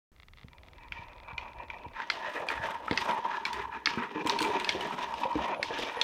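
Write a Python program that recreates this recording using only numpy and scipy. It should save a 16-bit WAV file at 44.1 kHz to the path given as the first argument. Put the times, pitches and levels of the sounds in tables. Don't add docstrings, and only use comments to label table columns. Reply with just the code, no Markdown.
import sys
import numpy as np
from scipy import signal
from scipy.fft import rfft, irfft, next_fast_len
from scipy.io import wavfile
from scipy.ndimage import map_coordinates

SR = 44100
rng = np.random.default_rng(int(sys.argv[2]) if len(sys.argv) > 2 else 0)


def elevation(decibels):
    levels = np.asarray(decibels, float)
    return 10 ** (levels / 20)


def store_wav(level_fs):
    pcm = np.round(np.clip(np.atleast_2d(level_fs), -1, 1) * 32767)
    wavfile.write(sys.argv[1], SR, pcm.T.astype(np.int16))


N = 266094

# t/s, push/dB, extra hum of the hollow/dB, extra weight on the boards/dB
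PUSH = [(0.35, -76, -7, 4.5), (0.72, -71, 3.0, 7.5), (0.95, -57.5, 2.5, -2.5), (1.3, -46, 2.5, -6.0),
        (1.9, -56.5, 5, 2), (1.97, -29.5, -0.5, -16.5), (2.4, -33.5, -2.5, -5), (2.8, -43, 3.5, -4),
        (3.1, -37.5, 11.5, -1.5), (3.4, -46, 7.5, -4), (3.8, -28, -2.5, -18.5), (4.1, -26.5, -0.3, -11.5),
        (4.4, -53, 11, 10), (4.8, -43.5, 4, 1.5), (5.2, -45, 13, 1.8), (5.6, -40.5, 5, 5.5),
        (6.03, -40.5, 3.5, -1.9)]
# middle t/s, length/s, rise/dB, harshness/dB
SURGES = [(0.392, 0.082, 4, 2.5), (0.548, 0.079, 10, -5), (0.673, 0.035, 4.7, 2.2),
          (0.839, 0.17, 14.5, -0.5), (0.962, 0.094, 4.5, 1.5), (1.606, 0.028, 7.5, 0),
          (1.745, 0.034, 7, 0.2), (1.85, 0.027, 9.5, -2.5), (2.652, 0.048, 6.0, 2), (3.357, 0.14, 7.5, 1.5),
          (4.344, 0.2, 10, 1.7), (4.447, 0.081, 11, 1), (4.573, 0.21, 10.5, 2.3), (4.851, 0.32, 1.3, 1.45),
          (5.034, 0.099, -0.4, 1.96), (5.254, 0.034, 2, 1.6), (5.434, 0.12, 2, 2.5),
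          (5.547, 0.054, 6.5, -0.2), (5.775, 0.025, 9, -2.5), (5.934, 0.11, 1, 0.9)]
# middle t/s, length/s, change/dB, harshness/dB
STALLS = [(0.895, 0.068, -12, -1), (1.205, 0.14, -9, -1), (1.354, 0.07, -7.5, -5.5),
          (1.538, 0.054, -7.5, -0.9), (1.675, 0.033, -6.5, -4), (1.931, 0.031, -18, 1),
          (1.973, 0.055, -5.5, -0.4), (2.08, 0.16, -17, -0.8), (2.205, 0.054, -10.5, -1.6),
          (2.284, 0.056, -3.2, 1), (2.331, 0.071, -9.0, 0.5), (2.454, 0.047, -13, -0.7),
          (2.541, 0.16, -1.5, -0.8), (2.822, 0.12, -6.5, -1.5), (3.026, 0.17, -3.5, 2.5),
          (3.218, 0.039, -8, 0), (3.419, 0.06, -7, -1.5), (3.685, 0.096, -14.5, -3.5),
          (3.823, 0.099, -22.5, -2.8), (3.95, 0.14, -9, -1), (4.1, 0.12, -21, -1.3),
          (4.237, 0.029, -19, -0.5), (4.787, 0.04, -5.1, -0.8), (4.959, 0.038, -8, 0),
          (5.186, 0.083, -4.8, 2), (5.585, 0.082, -17, -1.1), (5.67, 0.047, -21, -13),
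          (5.804, 0.165, -5.5, 4.5)]
# t/s, upper over lower boards/dB, rim over other walls/dB, fizz over scrape/dB
LEAN = [(.4, 6, 2, -30), (.8, 6, -1, -37), (1.9, 6.5, 5.5, -22), (2.0, -1, -18, -28), (2.4, 12, -13, -11),
        (2.9, 4.5, -17, -14), (3.4, -2, -13.5, -19.5), (3.9, -14, -11, -19), (4.3, -14, -7.5, -20.5),
        (4.55, -3.5, -2, -22), (4.8, -6.5, -15, -17.5), (5.2, 4.5, -9, -15.5), (5.6, 3.5, -7, -23.5),
        (6.0, 12, -7, -17)]
# f/Hz, width/Hz, relative level/dB
BOARD_MODES = [(223, 74, 0), (297.6, 34, 0), (403.5, 72, 5), (424, 243, -3.5), (610, 390, -2.5)]
# f/Hz, width/Hz, relative level/dB
HOLLOW_MODES = [(908.4, 105, 1), (969, 147.4, -0.5)]
# f/Hz, width/Hz, relative level/dB
WALL_MODES = [(1248, 425, 2.5), (1692, 78, 8), (1886, 170, 3), (2906, 240, -10.5), (3350, 65, -18),
              (4150, 140, -13), (2340, 59, 6.5), (2596, 150, 0.5)]
# f/Hz, relative level/dB
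SCRAPE_SPECTRUM = [(1500, -2.5), (3000, 7.5), (3700, 3.5), (4300, -4.5), (5200, -5.5), (6300, -8.5),
                   (7400, -21), (9000, -66)]
# f/Hz, relative level/dB
FIZZ_SPECTRUM = [(5000, -11), (7600, -11), (8800, -10.5), (10500, -18.5), (12500, -16), (15500, -27)]
# t/s, level/dB, favoured mode f/Hz, bite of the upper modes/dB, treble/dB
CLACKS = [(0.9214, -18.5, 2400, -25, -60), (1.38, -21, 2410, -27, -58), (1.412, -33, 2430, -27, -44),
          (1.701, -23, 2390, -28, -63), (2.0014, -20.5, 1620, -45, -40), (2.018, -27, 1850, -25, -45),
          (2.1005, -9.5, 2020, -17.5, -39), (2.119, -28, 2160, -18, -38), (2.4676, -37, 1300, -28, -19),
          (2.4861, -16.5, 2420, -13.5, -37), (2.5017, -15.5, 1780, -36, -51), (2.8807, -19, 1300, -40, -51),
          (2.9108, -14.5, 1280, -25, -36), (2.9292, -25, 2570, -20, -45), (2.9567, -42, 2800, -20, -48),
          (2.9747, -10.5, 2570, -16.5, -44), (3.1095, -24.5, 3050, -17, -26.5),
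          (3.4522, -14, 2300, -14.5, -33), (3.5304, -24, 1610, -10, -17), (3.5903, -33, 1340, -30, -42),
          (3.8582, -9, 2660, -12.5, -52), (3.8711, -11.5, 1870, -43, -49), (3.8914, -43, 1910, -21, -25),
          (4.032, -29, 1870, -45, -27), (4.2467, -38, 1720, -10, -28), (4.263, -29, 1300, -22, -14),
          (4.2717, -19.5, 2900, -18, -15), (4.2961, -11, 2550, -9.5, -38), (4.3886, -16, 2630, -16, -23),
          (4.405, -20.5, 1500, -19, -17), (4.4186, -19, 3180, -14, -17), (4.4262, -18, 2750, -12, -16),
          (4.4485, -26, 2820, -21, -19), (4.599, -24, 2670, -18, -19), (4.6454, -18.5, 2520, -11, -28),
          (4.6914, -9, 2150, -11, -48), (4.725, -27, 2800, -14, -24), (4.8082, -23.5, 2980, -23, -21.5),
          (4.849, -36, 1650, -20, -21), (4.9883, -34, 3100, -5, -22), (5.1394, -29.5, 2850, -15, -23),
          (5.214, -41, 2800, -9, -17), (5.2346, -26, 2550, -18, -33), (5.3294, -37, 1404, -9, -34),
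          (5.354, -31, 2870, -19, -37), (5.5458, -26, 2530, -28, -43), (5.6281, -9.5, 2190, -13.5, -35),
          (5.7875, -28.5, 2580, -5, -16), (6.0137, -9, 3420, -10, -34)]
# f/Hz, relative level/dB
STRUCK_MODES = [(950, -9), (1400, -6), (1650, -5), (2080, -3), (2350, -3), (2700, -4), (3050, -7),
                (3430, -3), (3800, -5), (4150, -3), (4600, -5), (5000, -6), (5400, -8)]
# t/s, level/dB, main swing f/Hz, its time to fall by 60 dB/s
THUMPS = [(0.444, -33.5, 70.4, 0.029), (0.446, -44, 265, 0.023), (0.913, -39, 61, 0.047),
          (0.992, -39, 99.6, 0.033), (1.329, -35.5, 64.6, 0.069), (1.558, -51, 88.8, 0.075),
          (1.86, -38, 86.1, 0.042), (1.864, -37.5, 260, 0.029), (2.279, -34.5, 597, 0.09),
          (2.402, -30, 607, 0.033), (2.599, -31.5, 77.4, 0.036), (2.911, -15.5, 282, 0.019),
          (2.922, -22, 462, 0.027), (3.186, -31.5, 507, 0.022), (3.601, -47, 79.4, 0.1),
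          (3.872, -33.5, 297, 0.053), (3.974, -24, 237, 0.06), (4.153, -34.5, 306.4, 0.32),
          (4.253, -24, 309, 0.054), (4.41, -29.5, 312, 0.16), (4.499, -25.5, 404, 0.082),
          (4.749, -26.5, 370, 0.067), (5.197, -44, 560, 0.052), (5.253, -24.5, 530, 0.05),
          (5.355, -21.5, 305, 0.081), (5.595, -24.5, 575, 0.04), (5.706, -26, 466, 0.035),
          (5.791, -26, 473, 0.037), (5.97, -30.5, 487, 0.056)]
# start t/s, end t/s, level/dB
SQUEAKS = [(2.48, 2.603, -78), (2.902, 2.937, -81), (3.093, 3.148, -68), (5.397, 5.434, -73),
           (5.464, 5.574, -79), (5.564, 5.624, -70), (5.955, 6.013, -68)]
# f/Hz, relative level/dB, time to fall by 60 dB/s
TICK_MODES = [(1300, 1, 0.0078), (2080, 6.5, 0.0071), (2800, -4, 0.012), (3390, 7.5, 0.0039),
              (3950, -19, 0.0086), (5200, -46, 0.01)]
# t/s, level/dB
STRAY_TICKS = [(.163, -53), (.183, -57), (.1997, -43.5), (0.2227, -51), (0.3732, -46.5), (.394, -50),
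               (.413, -47), (0.6513, -55.5), (0.663, -54), (.7632, -58), (1.1633, -52), (1.201, -43)]
# middle t/s, length/s, change/dB
JOGS = [(.13, .06, -4), (.92, 0.051, 8), (1.34, 0.22, 5), (1.59, 0.031, 14.5), (2.0, .04, -8),
        (2.6, 0.22, 20), (2.93, 0.38, 14), (3.17, .1, -12), (3.6, 0.28, 18.5), (3.9, 0.29, 6),
        (4.1, 0.21, -21), (4.62, .15, -3), (4.76, .12, 16), (5.16, 0.18, 16), (5.39, .12, 26),
        (5.6, 0.35, 4)]
# f/Hz, relative level/dB
RUMBLE_SPECTRUM = [(12, -50), (31, -30), (47, -6), (60, 10), (182, -13), (220, -30), (290, -29),
                   (480, -120)]
# f/Hz, relative level/dB
HISS_SPECTRUM = [(100, -10), (200, 12), (500, 5.5), (1000, 0), (1600, 0), (2200, -2.5), (3500, -10),
                 (5500, -9.5), (8000, -14), (16000, -15)]
# f/Hz, time to fall by 60 dB/s
ROOM_DECAY = [(200, 0.34), (2000, 0.091), (10000, 0.44)]

BOARDS_FOLLOW, BOARDS_HARSH = 0.42, 0.73
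SCRAPE_DB, SCRAPE_GROWS, SCRAPE_FOLLOWS, SCRAPE_HARSH = -71, 0.21, 0.25, 3.67
STEP_S, STEP_DB = 1.945, 17.5
SETTLE_DB, SETTLE_BITE, SETTLE_T60 = -25, 0.45, 0.57
FIRST_TICK_S, TICK_EVERY_S, TICK_COUNT = 0.2335, 0.05002, 35
TICK_DB, TICK_SCATTER_DB, TICK_SCATTER_S = -44, 0.1, 0.00081
RUMBLE_DB, RUMBLE_DROPS_S, LATER_DB = -59.5, 1.985, -73.5
SWAY_DB = -62
HISS_DB = -69
START_S, TOP_HZ = 0.118, 15850


def rolling():
    t = np.arange(N) / SR
    push_db, hum_db, weight_db = curves(PUSH)
    lurch_db, harsh_db = swells(list(SURGES) + list(STALLS))
    boards_lean, rim_lean, fizz_lean = curves(LEAN)

    boards_db = push_db + weight_db + BOARDS_FOLLOW * lurch_db + BOARDS_HARSH * harsh_db
    hollow_db = push_db + hum_db + lurch_db - harsh_db - 2.5
    walls_db = push_db + lurch_db + harsh_db - 3.0
    step = np.clip((t - STEP_S) / 0.05 + 0.5, 0, 1)
    scrape_db = SCRAPE_DB + SCRAPE_GROWS * (push_db + 45) + STEP_DB * step
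    scrape_db += SCRAPE_FOLLOWS * lurch_db + SCRAPE_HARSH * harsh_db

    jolts_db = 1.08 * wobble(60) + 1.56 * wobble(130)
    board_jolts = band(grit(jolts_db, own_db=2.1, rate=35, specks_db=9.5), 145, 1190)
    boards = leaning(board_jolts, BOARD_MODES, boards_lean, count=3, wander_db=1.65, rate=18)
    hollow_jolts = band(grit(jolts_db, own_db=-1.0, rate=44, specks_db=23.0), 560, 1360)
    hollow = unit(filtered(hollow_jolts, resonances(HOLLOW_MODES)))
    wall_jolts = band(grit(1.02 * jolts_db, own_db=0.5, rate=150, specks_db=20.0), 830, 3630)
    walls = leaning(wall_jolts, WALL_MODES, rim_lean, count=6, wander_db=3.0, rate=13)

    rub = coloured(grit(1.03 * jolts_db, own_db=2.0, rate=420, specks_db=9.5), SCRAPE_SPECTRUM)
    fizz = coloured(grit(0.84 * jolts_db, own_db=1.5, rate=300, specks_db=19), FIZZ_SPECTRUM)
    scrape = blend(rub, elevation(3.0 * wobble(76)) * fizz, fizz_lean)
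    scrape_strength = np.sqrt(elevation(2 * scrape_db) + settling())

    shell = elevation(boards_db) * boards + elevation(hollow_db) * hollow + elevation(walls_db) * walls
    moving = np.clip((t - 0.33) / 0.037, 0, 1)
    return moving * (shell + scrape_strength * scrape)


def grit(shared_db, own_db, rate, specks_db):
    specks = elevation(specks_db) * (rng.random(N) < 160 / SR)
    return elevation(shared_db + own_db * wobble(rate)) * rng.standard_normal(N) * (1 + specks)


def leaning(jolts, peaks, lean_db, count, wander_db, rate):
    modes = []
    for k, (hz, width_hz, db) in enumerate(peaks):
        mode = signal.lfilter(*signal.iirpeak(hz, hz / width_hz, SR), jolts)
        modes.append((-1) ** k * elevation(db + wander_db * wobble(rate)) * mode)
    return blend(unit(sum(modes[:count])), unit(sum(modes[count:])), lean_db)


def settling():
    s, db, hz, bite_db, treble_db = np.transpose(CLACKS)
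    kick_power = elevation(2 * (db + SETTLE_BITE * bite_db + SETTLE_DB))
    kicks = np.bincount(np.round(s * SR).astype(int), kick_power, N)
    return signal.lfilter([1], [1, -elevation(-120 / (SETTLE_T60 * SR))], kicks)


def clacks():
    out, spit, t = np.zeros(N + SR), np.zeros(N + SR), np.arange(SR // 8) / SR
    modes_hz, modes_db = np.transpose(STRUCK_MODES)[:, :, None]
    t60 = 0.014 / (1 + (modes_hz / 3600) ** 2)
    sides = np.pi * np.arange(len(STRUCK_MODES))[:, None]
    rattle_fade = elevation(-60 * t / 0.1) + elevation(6.5 - 60 * t / 0.018)
    spit_fade = elevation(-60 * t / 0.0098) + 0.26 * elevation(-60 * t / 0.13)
    for s, db, hz, bite_db, treble_db in CLACKS:
        size, detune = rng.standard_normal((2, len(STRUCK_MODES), 1))
        hiss, chatter, rattle = rng.standard_normal((3, len(t)))
        near_db = -10.5 * np.abs(np.log2(modes_hz / hz))
        struck_db = np.where(modes_hz > 3200, bite_db + 14.5, near_db)
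        level_db = modes_db + struck_db + 2.1 * size
        modes = ring(modes_hz * (1 + 0.047 * detune), level_db, t60, t, sides).sum(0)
        modes += ring(hz, -6.5, 0.022, t)
        blow = elevation(-22) * np.exp(-(t / 0.0039) ** 2) * chatter
        blow[0] = 1
        shell = signal.fftconvolve(blow, modes)[:len(t)]
        shell = shell / np.abs(shell).max() + elevation(bite_db - 15.5) * rattle_fade * rattle
        add(out, s, elevation(db - 2.26) * shell)
        add(spit, s, elevation(db + treble_db + 4.5) * spit_fade * hiss)
    out, spit = out[:N], spit[:N]
    return band(out, 385, 6000) + band(spit, 5300, 9500) + elevation(-12) * band(spit, 11700, 15400)


def thumps():
    out, t = np.zeros(N + SR), np.arange(SR // 4) / SR
    push = 0.55 * (t / 0.0013) * (1 - t / 0.0016) * np.exp(-t / 0.0012)
    for s, db, hz, t60 in THUMPS:
        swing = ring(hz, 2.4, t60, t)
        swing += ring(1.445 * hz, 0.46, 0.49 * t60, t) + ring(0.616 * hz, -5.2, 0.24 * t60, t)
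        add(out, s, elevation(db) * (push + swing * (1 - np.exp(-t / 0.0013))))
    return band(out[:N], 73, 3000)


def squeak():
    t = np.arange(N) / SR
    gate = sum(elevation(db) * np.clip(np.minimum(t - a, b - t) / 0.012, 0, 1) for a, b, db in SQUEAKS)
    return gate * unit(filtered(rng.standard_normal(N), resonances([(10700, 45, 0)])))


def room(x):
    hz, t, z = signal.stft(rng.standard_normal(SR // 2), SR, nperseg=256)
    fade = elevation(-60 * t / along(ROOM_DECAY, hz)[:, None])
    tail = signal.istft(z * fade, SR, nperseg=256)[1]
    late = np.pad(x, (150, 0))
    return signal.fftconvolve(late, tail / np.linalg.norm(tail))[:N]


def camera():
    hiss = elevation(HISS_DB) * coloured(rng.standard_normal(N), HISS_SPECTRUM)
    return ticks() + handling() + hiss


def ticks():
    out, t = np.zeros(N + SR), np.arange(SR // 40) / SR
    tick = sum(ring(hz, db, t60, t) for hz, db, t60 in TICK_MODES)
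    tick *= 1 - np.exp(-(t / 0.00022) ** 2)
    late, size = rng.standard_normal((2, TICK_COUNT))
    beat_s = FIRST_TICK_S + TICK_EVERY_S * np.arange(TICK_COUNT) + TICK_SCATTER_S * late
    beat_db = TICK_DB + TICK_SCATTER_DB * size
    for s, db in list(zip(beat_s, beat_db)) + list(STRAY_TICKS):
        add(out, s, elevation(db) * tick)
    return out[:N]


def handling():
    early = np.arange(N) < RUMBLE_DROPS_S * SR
    rumble_db = np.where(early, RUMBLE_DB, LATER_DB) + swells(JOGS)[0]
    sway = early * elevation(SWAY_DB) * unit(band(rng.standard_normal(N), 24, 47))
    rumble = unit(elevation(0.54 * wobble(12)) * coloured(rng.standard_normal(N), RUMBLE_SPECTRUM))
    return elevation(rumble_db) * rumble + sway


def unit(x):
    return x / np.sqrt(np.mean(x ** 2) + 1e-20)


def along(points, hz):
    f, v = np.transpose(points)
    return np.interp(np.log(hz + 1), np.log(f + 1), v)


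def curves(rows):
    s, *cols = np.transpose(rows)
    return [np.interp(np.arange(N) / SR, s, c) for c in cols]


def swells(rows):
    middle, length, *sizes = np.transpose(rows)
    t = np.arange(0, N / SR + 0.01, 0.002)
    bell = np.exp(-(2 * (t - middle[:, None]) / length[:, None]) ** 2)
    return [np.interp(np.arange(N) / SR, t, size @ bell) for size in sizes]


def wobble(rate):
    points = rng.standard_normal(int(N * rate / SR) + 4)
    return map_coordinates(points, [np.arange(N) * rate / SR])


def filtered(x, response):
    m = next_fast_len(N + SR // 2)
    return irfft(rfft(x, m) * response(np.fft.rfftfreq(m, 1 / SR)), m)[:N]


def resonances(peaks):
    def response(f):
        total = 0
        for k, (hz, width_hz, db) in enumerate(peaks):
            drag = 1j * f * width_hz
            total = total + (-1) ** k * elevation(db) * drag / (hz * hz - f * f + drag)
        return total
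    return response


def coloured(x, spectrum):
    return unit(filtered(x, lambda hz: elevation(along(spectrum, hz))))


def band(x, low_hz, high_hz):
    return signal.sosfilt(signal.butter(3, [low_hz, high_hz], "band", fs=SR, output="sos"), x)


def blend(low, high, lean_db):
    return (low + elevation(lean_db) * high) / np.sqrt(1 + elevation(2 * lean_db))


def ring(hz, db, t60, t, phase=0):
    return elevation(db - 60 * t / t60) * np.sin(2 * np.pi * hz * t + phase)


def add(track, s, sound):
    track[round(s * SR):][:len(sound)] += sound


def scene():
    hits = clacks() + thumps()
    return (rolling() + hits + squeak() + elevation(-9) * room(hits) + camera())[None]


def roll_off(x):
    return signal.sosfilt(signal.butter(12, 16440, fs=SR, output="sos"), x)


def record(dry):
    on = np.arange(N) >= START_S * SR
    mix = filtered(dry[0] * on, lambda hz: hz < TOP_HZ)[None]
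    return roll_off(mix)


dry = scene()
out = record(dry)
store_wav(out)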